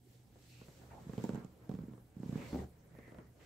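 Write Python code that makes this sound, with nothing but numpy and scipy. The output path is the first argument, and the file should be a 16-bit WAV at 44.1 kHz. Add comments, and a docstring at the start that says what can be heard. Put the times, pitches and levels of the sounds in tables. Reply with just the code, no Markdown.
"""Kitten growling over a feather toy

On a blanket, close by in a quiet room, a kitten growls in four runs of slow, separate throat flaps. Each flap
is a short thump that leaves low notes ringing, plus mouth rings, noise puffs and ticks; under the last run,
rough breath noise and a low note make a snarl. Filtered noise makes the snuffles, the brushing feathers, the
rubbing blanket and the room air; pats knock on the toy and a low hum wavers."""
import sys
import numpy as np
from scipy import signal
from scipy.fft import rfft, irfft, next_fast_len
from scipy.io import wavfile

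SR = 44100
rng = np.random.default_rng(int(sys.argv[2]) if len(sys.argv) > 2 else 0)


def wav_out(sig):
    """Save sig, one row per channel (or a flat mono array), as 16-bit PCM at SR to the path in sys.argv[1]."""
    wavfile.write(sys.argv[1], SR, np.round(np.clip(np.atleast_2d(sig).T, -1, 1) * 32767).astype(np.int16))


N = 152145   # length in samples
T = np.arange(N) / SR   # time in seconds
CRACK_S = 0.0023   # decay time of a mouth crack or a pat's click
SURROUND_PAN_DB = -1.13   # left minus right, for everything but the voice


def from_db(db):
    """Turn decibels into a gain."""
    return 10 ** (np.asarray(db) / 20)


def rms_one(x):
    """Scale to an average (rms) strength of 1."""
    return x / np.sqrt(np.mean(x ** 2) + 1e-20)


def peak_one(x):
    """Scale so that the highest peak is 1."""
    return x / np.abs(x).max()


def level(rows):
    """Gain over time along a curve of (s, dB)."""
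    return from_db(np.interp(T, *np.transpose(rows)))


def at_hz(points, hz):
    """Read a curve of (Hz, value) at one frequency, on a logarithmic pitch scale."""
    curve_hz, values = np.array(points).T
    return np.interp(np.log(hz), np.log(curve_hz), values)


def pan(db):
    """Left and right gains that differ by this many dB (positive is left)."""
    return from_db(np.array([[db], [-db]]) / 2)


def drift(rate):
    """Slow chance with spread 1: straight lines between `rate` random points a second."""
    knots = rng.standard_normal(400)
    return rms_one(np.interp(T * rate, np.arange(len(knots)), knots))


def resonate(x, hz, width_hz):
    """One resonance, with a gain of about 1 on top; a narrow one rings longer."""
    r = np.exp(-np.pi * width_hz / SR)
    feedback = [1, -2 * r * np.cos(2 * np.pi * hz / SR), r * r]
    return signal.lfilter(np.array([1, 0, -1]) * (1 - r * r) / 2, feedback, x)


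def resonate_twice(x, hz, width_hz):
    """The same resonance twice over, for steeper sides."""
    return resonate(resonate(x, hz, width_hz), hz, width_hz)


def half_shared_air():
    """White noise that is partly the same on left and right."""
    return rng.standard_normal((2, N)) + rng.standard_normal(N)


def add(out, s, x):
    """Mix x into out from time s."""
    i = int(max(s, 0) * SR)
    out[i:i + len(x)] += x[:max(N - i, 0)]


def clicks(times, gains):
    """One single-sample click for each time."""
    return np.bincount(np.clip(times * SR, 0, N - 1).astype(int), gains, N)


def fade(strikes, decay_s):
    """Each click becomes an envelope that dies away."""
    return signal.lfilter([1], [1, -np.exp(-1 / (decay_s * SR))], strikes + 1e-18)


def noise(spectrum, patchy_db):
    """Stereo noise in narrow bands, each with its own level, flicker and likeness; rms 1."""
    # How alike left and right are: hz, likeness (0 to 1)
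    likeness = [(60, 0.97), (200, 0.87), (400, 0.81), (800, 0.13), (2000, 0.14), (8000, 0.3), (15000, .25)]
    out = 0
    edges = np.geomspace(25, 17000, 24)
    white = rng.standard_normal((2, 2, N))
    for k, (low, high) in enumerate(zip(edges, edges[1:])):
        band = signal.butter(2, [low, high], "band", fs=SR, output="sos")
        mid, side = signal.sosfilt(band, white[k % 2])
        hz = np.sqrt(low * high)
        alike = np.clip(at_hz(likeness, hz), 0, .99)
        stereo = np.sqrt(1 + alike) * mid + np.sqrt(1 - alike) * side * [[1], [-1]]
        out = out + from_db(at_hz(spectrum, hz) + patchy_db * drift(40)) * stereo
    return rms_one(out)


def thump(hz):
    """A short, smooth push and pull whose pitch sinks through hz at its strongest moment."""
    peak_s, rise_s, fall_s = 0.00351, 0.0015, 0.0031
    sag_s = 0.026   # how slowly the pitch sinks
    t = np.arange(SR // 30) / SR - peak_s
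    cycles = hz * sag_s * (1 - np.exp(-t / sag_s))
    swell = np.exp(-.5 * (t / np.where(t < 0, rise_s, fall_s)) ** 2)
    return np.sin(2 * np.pi * cycles) * swell


def ring(hz, width_hz):
    """A softly struck resonance, height 1; the two wide passes soften the strike."""
    struck = resonate(signal.unit_impulse(SR // 20), hz, width_hz)
    return peak_one(resonate_twice(struck, hz, hz))


def background():
    """Room air is soft noise; the hum is a low sine whose phase and loudness waver."""
    # Tone of the room air: hz, relative_level_db
    air_tone = [(15, -43), (25, -11), (69, -1.5), (122, -2), (227, -18.5), (469, -23), (648, -32),
                (4260, -34), (7300, -32.5), (15500, -31.5)]
    air_db, hum_db, hum_hz = -69, -66.5, 122.1
    waver = 0.46   # spread, in radians of phase and as a share of the loudness
    wave = np.sqrt(2) * np.sin(2 * np.pi * hum_hz * T + waver * drift(24))
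    hum = from_db(hum_db) * wave * (1 + waver * drift(5.78))
    return hum + from_db(air_db) * noise(air_tone, patchy_db=-3.0)


def rustle():
    """Feathers hiss with tiny barb snaps; the blanket rubs low and unevenly."""
    # Loudness of the brushing feathers: time_s, level_db
    feather_curve = [(0, -83), (.08, -73), (.14, -69), (.27, -78), (.42, -66.5), (.56, -64), (.8, -65.5),
                     (.9, -69), (1.08, -67.5), (1.24, -59.5), (1.36, -67), (1.5, -75), (1.66, -75),
                     (1.74, -69.5), (1.9, -79), (2.14, -79.5), (2.27, -65), (2.4, -61), (2.52, -59),
                     (2.61, -60.5), (2.7, -77.5), (2.9, -77), (3.02, -75), (3.34, -79.5), (3.44, -67.5)]
    # Tone of the feathers: hz, relative_level_db
    feather_tone = [(500, 6.5), (1000, -32), (1600, 4), (2500, 1), (4500, 0.5), (6000, -2), (8000, 14.5),
                    (9300, -10.5), (13000, 5), (16000, -16.5)]
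    # Loudness of the blanket shifting under the kitten: time_s, level_db
    blanket_curve = [(0, -80), (.25, -72.5), (.36, -70), (.55, -71.5), (.75, -62), (1.02, -57.5),
                     (1.22, -53.5), (1.39, -50.5), (1.5, -65), (1.66, -61), (1.8, -60.5), (1.95, -61.5),
                     (2.08, -70.5), (2.2, -60.5), (2.42, -48), (2.52, -51.5), (2.66, -65), (2.78, -65),
                     (2.9, -63.5), (2.98, -61), (3.08, -60.5), (3.2, -56.5), (3.33, -68.5), (3.45, -59.5)]
    # Tone of the blanket: hz, relative_level_db
    blanket_tone = [(30, -15.5), (70, -3.5), (100, -6.5), (145, -0.5), (290, -11), (450, -8.5), (650, -16),
                    (1100, -21), (1800, -25.5), (3000, -38.5), (8000, -56)]
    snaps_per_s, snap_db = 990, -10   # snap level is relative to the hiss
    snaps = (rng.random(N) < snaps_per_s / SR) * rng.standard_normal((2, N))
    grains = from_db(snap_db) * rms_one(resonate_twice(snaps, 2800, 7500))
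    feathers = level(feather_curve) * (noise(feather_tone, patchy_db=0.77) + grains)
    return feathers + level(blanket_curve) * noise(blanket_tone, patchy_db=2.5)


def pats():
    """Each contact with the toy is a dull knock, a small click and a short rub."""
    # Soft pats and tugs at the toy: time_s, strength_db (before the levels of knock, click and rub)
    contacts = [(0.358, -53.5), (0.614, -47.5), (0.684, -49), (0.817, -54.5), (0.833, -53.5), (2.951, -49),
                (2.988, -46), (3.078, -48.5), (3.12, -47.5), (3.146, -48), (3.185, -41.5), (3.216, -58)]
    # Tone of the rub: hz, relative_level_db
    rub_tone = [(60, -17), (160, 3.5), (520, 2.5), (900, -11), (1900, -15.5), (3200, -59), (12000, -60)]
    knock_hz, knock_db = 282, -5.5
    click_hz, click_db = 1080, -18
    rub_s, rub_db = .012, -5   # rub_s is the decay time
    s, db = np.transpose(contacts)
    hits = clicks(s, from_db(db))
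    knock = from_db(knock_db) * signal.fftconvolve(hits, thump(knock_hz))[:N]
    grit = resonate_twice(rng.standard_normal((2, N)), click_hz, 2 * click_hz)
    click = from_db(click_db) * fade(hits, CRACK_S) * rms_one(grit)
    rub = from_db(rub_db) * fade(hits, rub_s) * noise(rub_tone, patchy_db=-1.5)
    return knock + click + rub


def snuffles():
    """Air through one resonance of the kitten's nose or mouth."""
    # Snuffles and hisses: start_s, length_s, attack_s,
    # level_db (middle of a small random wander), resonance_hz, width_hz (of each of two passes)
    breaths = [(0.434, 0.25, 0.06, -73.5, 4270, 1200), (0.476, 0.19, 0.056, -70, 2560, 700),
               (0.908, 0.13, 0.0022, -59.5, 780, 273), (0.9015, 0.061, 0.002, -65, 1550, 905),
               (1.344, 0.054, 0.026, -57.5, 1390, 695), (2.34, 0.17, 0.045, -61, 2130, 1150),
               (2.446, 0.13, 0.041, -67.5, 4300, 1590), (2.568, 0.054, 0.024, -58.5, 1917, 169),
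               (2.898, 0.24, 0.12, -66.5, 1940, 457), (3.06, 0.26, 0.033, -79, 1930, 260),
               (3.393, .15, 0.01, -68.5, 1530, 1900)]
    release_s = 0.044
    out = 0
    for start, length, attack, db, hz, width_hz in breaths:
        fade_in, fade_out = (T - start) / attack, (start + length - T) / release_s
        shape = np.clip(np.minimum(fade_in, fade_out), 0, 1)
        air = rms_one(resonate_twice(half_shared_air(), hz, width_hz))
        out = out + from_db(db + 1.3 * drift(90)) * shape * air
    return out


def growl():
    """Each flap and its rebound thump the chest, ring the mouth, crack, tick wetly and puff out air."""
    # Throat flaps: start_s, strength_db (before the levels of each part), chest_pitch_hz,
    # mouth_db and wet_tick_db (both relative to the strength), rebound_share (0 to 1)
    flaps = [(1.067, -38.5, 190, -24, -9, 0.15), (1.094, -34, 185, 0.5, -14, 0),
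             (1.134, -34.5, 216, 4, 4, 0), (1.179, -28, 183, 4.5, -6, 0.44),
             (1.197, -36.5, 196, 2.5, 1, 0.16), (1.2399, -25.5, 234, 4, 5.5, 0.4),
             (1.292, -28.5, 238, 4, 4, 0.42), (1.333, -30.5, 201, -2.5, -7, 0),
             (1.3464, -30.5, 199, 3, 6, 0.55), (1.376, -35, 226, -2, -5, 0.34),
             (1.4464, -38, 202, 3, 10, 0), (1.6931, -28.5, 209, 0.5, -9, 0.03),
             (1.714, -36.5, 190, 3, -3, 0.23), (1.739, -30, 215, -4.5, -8, 0),
             (1.75, -32.5, 186, -4, -16, 0.17), (1.788, -33.5, 207, -3, -13, 0.15),
             (1.805, -37.5, 156, -14, -14, 0), (1.817, -35, 155, -13, -19, 0),
             (1.836, -35, 225, -7.5, -6, 0.02), (1.882, -38, 245, -8.5, -8, 0.5),
             (1.911, -41, 190, -23, -8, 0.6), (1.935, -40, 204, 0, -7, 0.22), (1.978, -54, 228, 11, 0, 0),
             (2.166, -36, 198, -11, -8, 0.35), (2.199, -33.5, 204, -43.5, -9, 0.14),
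             (2.2314, -32.5, 252, -1, -10, 0.22), (2.259, -32, 194, -27, -12, 0),
             (2.2919, -27.5, 200, -11.5, -7, 0), (2.326, -28, 206, -6, -8, 0),
             (2.356, -25.5, 207, -7.5, -16, 0), (2.376, -31, 232, 1.5, -10, 0.03),
             (2.395, -41, 195, -25, -9, 0.1), (2.529, -31, 252, 5, -11, 0.34),
             (2.545, -37, 256, 10.5, -9, 0.2), (2.557, -30.5, 288, -1.5, -14, 0),
             (2.574, -52, 129, -5, -9, 0), (2.588, -40.5, 190, 10, -8, 0), (2.598, -34.5, 116, 2, -9, 0),
             (2.604, -50, 198, 11.5, -11, 0), (2.626, -52, 126, 13, -12, 0.8),
             (2.641, -45, 123, -3, 10, 0.1)]
    # Low resonances that the thumps leave ringing: pitch_hz, width_hz, gain_db
    low_modes = [(72, 7.4, -8), (140.2, 17.6, 3.5), (187.8, 7.3, -2), (234.5, 7.7, 0), (439, 61, 7)]
    # Fixed mouth resonances: pitch_hz, width_hz, level_db (middle of a random spread)
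    mouth_modes = [(432.2, 94, -15), (1070, 63, -30.5), (2280, 1100, -59)]
    # The mouth's main resonance moves from run to run: time_s, pitch_hz (middle of a random spread)
    main_curve = [(1.3, 720), (1.7, 900), (2.36, 870), (2.55, 770)]
    # Tone of the air puffs: hz, relative_level_db
    puff_tone = [(100, -18), (250, 9.5), (450, 12), (680, 4), (1000, 1.5), (1500, -34), (2200, -19),
                 (4000, -26), (8000, -37), (15000, -28)]
    rebound_s = 0.00962   # how long after its flap a rebound comes
    chest_db, main_width_hz, main_db = -3.5, 160, -19.5
    puff_db, puff_s, puff_rise_s = -19, 0.011, 0.0012
    tick_hz, tick_width_hz, tick_level_db, tick_s = 7400, 1800, -24, 0.0013
    crack_hz, crack_width_hz, crack_db = 1340, 1040, -26
    mouth_pan_db = -0.5   # left minus right

    s, db, pitch, mouth_db, tick_db, rebound = np.transpose(flaps)
    times = np.r_[s, s + rebound_s]
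    gains = np.r_[from_db(db), from_db(db) * rebound]
    chest = np.zeros(N)
    for start, gain, hz in zip(times, gains, np.tile(pitch, 2)):
        add(chest, start, gain * thump(hz))
    chest = chest + sum(from_db(mode_db) * resonate(chest, hz, width_hz)
                        for hz, width_hz, mode_db in low_modes)

    mouth_gains = gains * from_db(np.tile(mouth_db, 2))
    mouth = np.zeros((2, N))
    for hz, width_hz, mode_db in mouth_modes:
        for ear in mouth:
            uneven_db = mode_db + 1.05 * rng.standard_normal(len(times))
            strikes = clicks(times, mouth_gains * from_db(uneven_db))
            ear -= signal.fftconvolve(strikes, ring(hz, width_hz))[:N]
    for start, gain in zip(times, mouth_gains * from_db(main_db)):
        for ear in mouth:
            hz = np.interp(start, *np.transpose(main_curve)) * (1 + 0.11 * rng.standard_normal())
            add(ear, start, -gain * ring(hz, main_width_hz))

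    openings = clicks(times, mouth_gains)
    puff_shape = fade(openings, puff_s) - fade(openings, puff_rise_s)
    puff = from_db(puff_db) * puff_shape * noise(puff_tone, patchy_db=-3.5)
    wet = fade(clicks(times, gains * from_db(np.tile(tick_db, 2) + tick_level_db)), tick_s)
    tick = wet * rms_one(resonate_twice(rng.standard_normal((2, N)), tick_hz, tick_width_hz))
    crack_air = rms_one(resonate(half_shared_air(), crack_hz, crack_width_hz))
    crack = from_db(crack_db) * fade(openings, CRACK_S) * crack_air
    return from_db(chest_db) * chest + (mouth + puff + tick + crack) * pan(mouth_pan_db)


def snarl():
    """Rough breath rings the open mouth under the last run."""
    # Loudness of the snarl, scaling all three parts: time_s, gain_db
    snarl_curve = [(2.524, -71), (2.533, -44.5), (2.6, -46.5), (2.64, -49.5), (2.7, -74), (2.76, -79)]
    # Tone of the breath: hz, relative_level_db
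    breath_tone = [(35, -10), (68, 3.5), (250, 11), (460, 4), (620, -16), (1400, -20), (3200, -40)]
    mouth_hz, mouth_width_hz, mouth_db = 753, 160, -11.5
    note_hz, note_db = 73, -3
    mouth = rms_one(resonate_twice(half_shared_air(), mouth_hz, mouth_width_hz))
    breath = noise(breath_tone, patchy_db=4)
    # Quick flaps merge into a low note
    note = from_db(note_db) * np.sin(2 * np.pi * note_hz * T)
    return level(snarl_curve) * (breath + note + from_db(mouth_db) * mouth)


def room(x):
    """Six feedback delays a side make a short tail, dulled by soft furnishings."""
    t60_s, cut_hz = 0.18, 1340   # time for the echoes to fall by 60 dB; treble falls off above the cut
    size = next_fast_len(N + SR)
    hz = np.arange(size // 2 + 1) * SR / size
    echoes = np.zeros((2, len(hz)), complex)
    for k, lag in enumerate(rng.uniform(.012, 0.043, 12)):
        loop = from_db(-60 * lag / t60_s) * np.exp(-2j * np.pi * hz * lag)
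        echoes[k % 2] += loop / (1 - loop) * (-1) ** (k // 2)
    # Low echoes are nearly the same on both sides
    shared = 1 / (1 + (hz / 600) ** 2)
    echoes = echoes + shared * (echoes[0] - echoes)
    return irfft(echoes * rfft(x, size) / (1 + 1j * hz / cut_hz), size)[:, :N] / 2


def scene():
    """The kitten and its toy, with a hollow in the treble, the room's short tail and its background."""
    # Where the kitten's head is: time_s, left_minus_right_db
    head_curve = [(1.2, -4), (1.8, -3), (2.36, -3.5), (2.54, -0.1)]
    dip_hz, dip_width_hz, dip_share = 9220, 6650, 0.83   # the hollow; share taken out at its middle
    room_db = -4.5
    behind = background()
    touches = rustle() + pats() + snuffles()
    voice = (growl() + snarl()) * level(head_curve) ** np.array([[.5], [-.5]])
    kitten = voice + touches * pan(SURROUND_PAN_DB)
    kitten = kitten - dip_share * resonate(kitten, dip_hz, dip_width_hz)
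    tail = from_db(room_db) * room(kitten.mean(axis=0))
    return kitten + tail + behind * pan(SURROUND_PAN_DB)


def record(dry):
    """The top is cut steeply above 15700 Hz."""
    return signal.sosfilt(signal.ellip(14, .1, 70, 15700, fs=SR, output="sos"), dry)


dry = scene()
out = record(dry)
wav_out(out)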